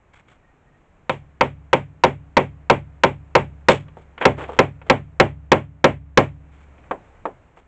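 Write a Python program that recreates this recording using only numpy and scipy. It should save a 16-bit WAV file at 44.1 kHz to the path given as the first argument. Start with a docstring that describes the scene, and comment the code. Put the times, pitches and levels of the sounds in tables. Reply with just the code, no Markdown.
"""Under a tent, a hammer drives two nails into a long plank lying on a tarpaulin, then taps it lightly.
Each blow rings the board and leaves a low drone; the hard ones overload the camera's microphone.
The wood cracks louder as a nail sinks, and the last blow on each crunches its head into the board.
At the second nail the hammer scrapes over the wood. The tarpaulin rustles now and then;
far from the microphone a bird pips in a quiet outdoor hush."""
import sys
import numpy as np
from scipy import signal
from scipy.fft import rfft, irfft, next_fast_len
from scipy.io import wavfile
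from scipy.ndimage import map_coordinates

SR = 44100
rng = np.random.default_rng(int(sys.argv[2]) if len(sys.argv) > 2 else 0)


def waveform_to_disk(signal):
    """Save audio, clipped to [-1, 1], as 16-bit WAV at the path in sys.argv[1]."""
    frames = np.transpose(np.atleast_2d(signal))
    scaled = np.clip(frames, -1, 1) * 32767
    samples = np.round(scaled).astype(np.int16)
    wavfile.write(sys.argv[1], SR, samples)


N = 338247

# hammer blows: (time [s], force [dB], nail [0 or 1])
HAMMER_BLOWS = [(1.0944, -15, 0), (1.409, -6.5, 0), (1.7299, -5.5, 0), (2.0367, -2.5, 0), (2.368, -3, 0),
                (2.6982, -2.5, 0), (3.0347, -3.5, 0), (3.3515, -2.5, 0), (3.6847, 0, 0), (4.2526, -0.5, 1),
                (4.5888, -1.5, 1), (4.8978, -1.5, 1), (5.199, -0.5, 1), (5.5174, -0.5, 1), (5.8415, -1, 1),
                (6.1736, 0, 1)]
# the plank's bending modes: (frequency [Hz], level at first nail [dB], at second nail [dB], t60 [s])
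PLANK_MODES = [(188, -17, -15, 0.089), (217, -15, -12, 0.069), (257.2, -12, -13.5, 0.16),
               (322.4, -22, -11.5, 0.1), (358.5, -7.5, -7.5, .12), (398.3, -15.5, -12, 0.18),
               (461, -5.5, -2, 0.1), (526, 4.5, 3.5, 0.082), (577.6, -8.5, -9, .17),
               (616, -5.5, -10.5, 0.1), (773, -1, -2, 0.09), (825.5, -4.5, -7, 0.12),
               (922.6, 3.5, 3.5, 0.073), (1031.7, 0, 1, 0.079), (1124.4, -4, -2.5, 0.075),
               (1207, -5.5, -4.5, 0.025), (1324, 0, -1, 0.054), (1615, -3.5, -7, 0.03),
               (1843, -4, -7, 0.057), (2160, 1.5, 2, .05), (2336, 1.5, 4.5, 0.05), (2560, 0.5, 3.5, .055),
               (3013, 0, 0, .055)]
# wood cracking under a nail: (frequency [Hz], level [dB per Hz])
CRACK_SPECTRUM = [(40, -29), (150, -7), (500, -1.5), (1100, -0.5), (2300, 2), (3200, 0), (4200, -1),
                  (8000, -5.5), (12000, -24.5)]


def amp(db):
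    """Decibels to gain."""
    return 10 ** (np.asarray(db) / 20)


def unit(x):
    """x at rms 1."""
    return x / np.sqrt(np.mean(x ** 2) + 1e-20)


def along(points, hz):
    """(Hz, value) points read on a log frequency axis."""
    knots_hz, values = np.transpose(points)
    return np.interp(np.log(hz + 1), np.log(knots_hz + 1), values)


def filtered(x, response):
    """x through a filter whose gain is response(hz)."""
    size = next_fast_len(len(x) + SR // 4)
    return irfft(rfft(x, size) * response(np.fft.rfftfreq(size, 1 / SR)), size)[:len(x)]


def coloured(x, points):
    """x through a minimum-phase filter with the given (Hz, dB) curve."""
    size = 2 ** 12
    cepstrum = irfft(np.log(amp(along(points, np.fft.rfftfreq(size, 1 / SR)))))
    cepstrum[1:size // 2] *= 2
    cepstrum[size // 2 + 1:] = 0
    impulse = irfft(np.exp(rfft(cepstrum)))
    return signal.fftconvolve(x, impulse)[:len(x)]


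def noise(spectrum, size):
    """Coloured noise of rms 1."""
    return unit(filtered(rng.standard_normal(size), lambda hz: amp(along(spectrum, hz))))


def wobble(knots_per_s):
    """A smooth random curve."""
    knots = rng.standard_normal(int(N * knots_per_s / SR) + 4)
    return map_coordinates(knots, [np.arange(N) * knots_per_s / SR])


def add(track, s, sound):
    """Mix a sound into the track at time s."""
    part = track[round(s * SR):][:len(sound)]
    part += sound[:len(part)]


def strokes(rows, attack_s, release_t60):
    """Gain of (time [s], length [s], level [dB]) strokes: each rises, holds and dies away."""
    gain, t = np.zeros(N), np.arange(N) / SR
    for s, length, db in rows:
        fall_db = 60 * np.maximum(t - s - length, 0) / release_t60
        gain += amp(db - fall_db) * np.clip((t - s) / attack_s, 0, 1)
    return gain


def friction(spectrum, slips_per_s, clump_db):
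    """Tiny random slips that come in clumps, at rms 1."""
    slips = rng.standard_normal(N) * (rng.random(N) < slips_per_s / SR)
    clumps = amp(clump_db * wobble(70))
    return unit(coloured(slips * clumps, spectrum))


def outdoor_hush(level_db=-54.5, sway_db=1.9):
    """The quiet, nearly steady air around the tent."""
    # the hush: (frequency [Hz], level [dB per Hz])
    spectrum = [(12, -29), (20, -5), (58, -6.5), (193, -12), (222, -16), (400, -18), (718, -19),
                (1660, -26), (2390, -29), (4810, -52.5), (7520, -43), (16000, -74)]
    return amp(level_db + sway_db * wobble(1.3)) * noise(spectrum, N)


def tarpaulin_rustle():
    """The tarpaulin crinkles under knees and paws."""
    # movements on the sheet: (time [s], length [s], level [dB])
    rustles = [(.125, .055, -51.5), (.27, .06, -53), (3.96, 0.058, -54.5), (6.51, .12, -56.5),
               (7.56, 0.022, -50)]
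    # its crinkle: (frequency [Hz], level [dB per Hz])
    spectrum = [(200, -9), (900, -2), (1500, 1), (1900, -4), (2200, 3), (2600, -6), (4500, -6.5),
                (7500, -8), (12000, -17)]
    gain = strokes(rustles, attack_s=0.021, release_t60=0.13)
    return gain * friction(spectrum, slips_per_s=2600, clump_db=3.0)


def far_bird(pitch_hz=1865, level_db=-62, glide=0.045):
    """Short, slightly rising whistles, faint with distance."""
    # the bird's pips: (time [s], length [s])
    pips = [(.43, 0.037), (.47, 0.052), (.66, 0.044), (.72, 0.059)]
    out = np.zeros(N)
    for s, length in pips:
        progress = np.arange(round(length * SR)) / (length * SR)
        hz = pitch_hz * (1 + glide * (progress - .5))
        swell = amp(level_db) * np.sin(np.pi * progress)
        add(out, s, swell * np.sin(2 * np.pi * np.cumsum(hz) / SR))
    return out


def hammer_contact(sound, corner_hz):
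    """The hammer rebounds like a mass on a spring: a longer, softer contact excites less treble."""
    return filtered(sound, lambda hz: 1 / (1 + np.sqrt(2) * 1j * hz / corner_hz - (hz / corner_hz) ** 2))


def plank_ring(t, nail, vary_db, damping=1, travel_s=.0016, attack_s=.0007):
    """The plank's modes, struck near a nail; bending waves are dispersive, so the low ones arrive last."""
    hz, first_db, second_db, t60 = np.transpose(PLANK_MODES)[:, :, None]
    db = (second_db if nail else first_db) + vary_db * rng.standard_normal(hz.shape)
    slowness = np.sqrt(np.median(hz) / hz)
    age = np.maximum(t - travel_s * (slowness - slowness.min()), 0)
    sign = (-1) ** np.arange(len(hz))[:, None]
    envelope = amp(db - 60 * damping * age / t60) * (1 - np.exp(-age / attack_s))
    return np.sum(sign * envelope * np.sin(2 * np.pi * hz * age), 0)


def tent_tail(t, build_s=0.018):
    """The diffuse answer of tent and ground to a knock."""
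    # the tail's colour: (frequency [Hz], level [dB per Hz])
    spectrum = [(50, -10), (130, -2.5), (400, 13), (900, 2.5), (1400, -6.5), (2200, -1), (3200, -7.5),
                (4200, -8), (8000, -2.5), (12000, -19.5)]
    # its decay: (frequency [Hz], t60 [s])
    decay = [(100, 0.27), (300, 0.11), (900, .15), (2500, 0.18), (7000, 0.2)]
    hz, s, bands = signal.stft(noise(spectrum, len(t)), SR, nperseg=256)
    fade = amp(-60 * s / along(decay, hz)[:, None])
    _, tail = signal.istft(bands * fade, SR, nperseg=256)
    return tail[:len(t)] * (1 - np.exp(-t / build_s))


def wood_crack(t, crack_db=13, t60=0.021, rise_s=0.0022, echo_db=-11, echo_s=0.01, tent_db=-3):
    """The wood's dense crack, its return from the plank's far end, and its tail under the tent."""
    burst = lambda age: amp(crack_db - 60 * age / t60) * (1 - np.exp(-age / rise_s))
    direct = noise(CRACK_SPECTRUM, len(t)) * burst(t)
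    dulled = hammer_contact(noise(CRACK_SPECTRUM, len(t)), corner_hz=2900)
    echo = amp(echo_db) * dulled * burst(np.maximum(t - echo_s, 0))
    return direct + echo + amp(tent_db) * tent_tail(t)


def blows_on(nail):
    """The (time [s], force [dB]) of the blows that drive one nail."""
    return [(s, db) for s, db, which in HAMMER_BLOWS if which == nail]


def nailing(ring_db=-6.5, crack_start_db=0.62, crack_db_per_blow=0.23, crack_db_per_db=0.9):
    """Each blow rings the plank; the wood cracks louder as it grips more of the nail."""
    full_blow_hz, octaves_per_db = 1780, 0.0475  # treble corner: lighter blows are brighter
    out, t = np.zeros(N), np.arange(SR // 2) / SR
    for nail in range(2):
        spot = wood_crack(t)  # blows on one nail share a spot on the board, so they sound alike
        for count, (s, force_db) in enumerate(blows_on(nail)):
            ring = amp(force_db + ring_db) * plank_ring(t, nail, vary_db=1.5)
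            crack = np.sqrt(0.5) * (spot + wood_crack(t))
            crack_db = crack_start_db + crack_db_per_db * force_db + crack_db_per_blow * count
            corner_hz = full_blow_hz * 2 ** (-octaves_per_db * force_db)
            add(out, s, hammer_contact(ring + amp(crack_db) * crack, corner_hz))
    return out


def low_drone(level_db=-1.05, db_per_force_db=0.62, attack_s=0.0036):
    """Each blow excites low resonances, which last into the next one."""
    # the droning resonances: (frequency [Hz], level [dB], t60 [s])
    resonances = [(70.3, -38, 3), (100, -28.5, 0.6), (139.44, -20, 0.41), (155.9, -38.5, 1.1),
                  (197, -45, 0.58), (280, -49, 1.3)]
    out, t = np.zeros(N), np.arange(2 * SR) / SR
    drone = sum(amp(db - 60 * t / t60) * np.sin(2 * np.pi * hz * t) for hz, db, t60 in resonances)
    drone *= 1 - np.exp(-t / attack_s)
    for s, force_db, _ in HAMMER_BLOWS:
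        add(out, s, amp(level_db + db_per_force_db * force_db) * drone)
    return out


def nail_head_crunch(levels_db=(-21.5, -34.5), length_s=0.029):
    """The last blow on each nail presses its head into the board and crushes the fibres."""
    crunches = [(blows_on(nail)[-1][0], length_s, db) for nail, db in enumerate(levels_db)]
    gain = strokes(crunches, attack_s=.004, release_t60=0.18)
    return gain * friction(CRACK_SPECTRUM, slips_per_s=2100, clump_db=2.0)


def wood_jerk(t, pitch_hz=1100, t60=0.0046, lag_s=0.00064):
    """The wood right under the hammer jerks once, before the board's ring builds up."""
    age = np.maximum(t - lag_s, 0)
    return amp(-60 * age / t60) * np.sin(2 * np.pi * pitch_hz * age)


def tapping(ring_db=-8, jerk_db=12, tick_db=-30, low_cut_hz=600):
    """Light touches meet the soft wood itself, die quickly and hardly move the whole board."""
    # taps and bumps of the hammer: (time [s], force [dB], contact corner [Hz])
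    taps = [(3.882, -51, 3350), (3.969, -32, 870), (4.178, -35, 3240), (4.2125, -20, 2500),
            (4.223, -21.5, 2900), (4.238, -23.5, 2405), (4.383, -37, 2300), (4.408, -32, 2200),
            (4.44, -36.5, 3323), (4.491, -22.5, 1113), (4.815, -43, 2870), (6.78, -52.5, 3220),
            (6.838, -54, 2600), (6.91, -14.5, 1390), (7.2536, -16.5, 1260), (7.571, -42.5, 1380)]
    out, t = np.zeros(N), np.arange(SR // 2) / SR
    for s, force_db, corner_hz in taps:
        ring = amp(ring_db) * plank_ring(t, nail=1, vary_db=2.5, damping=1.4)
        crack = wood_crack(t, crack_db=12.5, t60=0.039, tent_db=1)
        knock = ring + amp(jerk_db) * wood_jerk(t) + crack
        # the yielding wood cushions the contact a second time; only a faint tick escapes
        cushioned = hammer_contact(hammer_contact(knock, corner_hz), corner_hz)
        add(out, s, amp(force_db) * (cushioned + amp(tick_db) * knock))
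    return filtered(out, lambda hz: 1j * hz / (low_cut_hz + 1j * hz))


def hammer_scrape():
    """The hammer head slides over the board in tiny slips."""
    # the slides: (time [s], length [s], level [dB])
    slides = [(4.2, .05, -35), (4.365, .09, -39), (4.46, .125, -41), (4.85, .045, -45)]
    # the head rubbing on wood: (frequency [Hz], level [dB per Hz])
    spectrum = [(80, -13.5), (400, 8), (1000, 4), (2400, -5.5), (4000, -10.5), (7500, -15), (12000, -29)]
    gain = strokes(slides, attack_s=0.022, release_t60=.2)
    return gain * friction(spectrum, slips_per_s=1800, clump_db=2.5)


def scene():
    """The work under the tent, coloured by the microphone's port, with the far bird and the hush."""
    # response of the microphone's port: (frequency [Hz], gain [dB])
    microphone = [(30, -4), (90, 5), (3350, 0), (4000, -11.5), (5000, -18.5), (6200, -15), (7600, -5.5),
                  (8500, -10.5), (9200, -36.5)]
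    work = hammer_scrape() + tarpaulin_rustle() + nailing() + nail_head_crunch() + low_drone() + tapping()
    return (coloured(work, microphone) + far_bird() + outdoor_hush())[None]


def record(dry, ceiling=0.69, hardness=12, top_hz=16300):
    """The microphone input overloads on every hard blow; the recorder then dulls the top octave."""
    # the recorder's treble response: (frequency [Hz], gain [dB])
    treble = [(7200, -0.5), (8300, -6.5), (9000, -18), (11000, -16), (16000, -8.5)]
    clipped = dry[0] / (1 + np.abs(dry[0] / ceiling) ** hardness) ** (1 / hardness)
    band_limit = lambda hz: 1 / (1 + (hz / top_hz) ** 80)
    return filtered(clipped, lambda hz: amp(along(treble, hz)) * band_limit(hz))[None]


dry = scene()
out = record(dry)
waveform_to_disk(out)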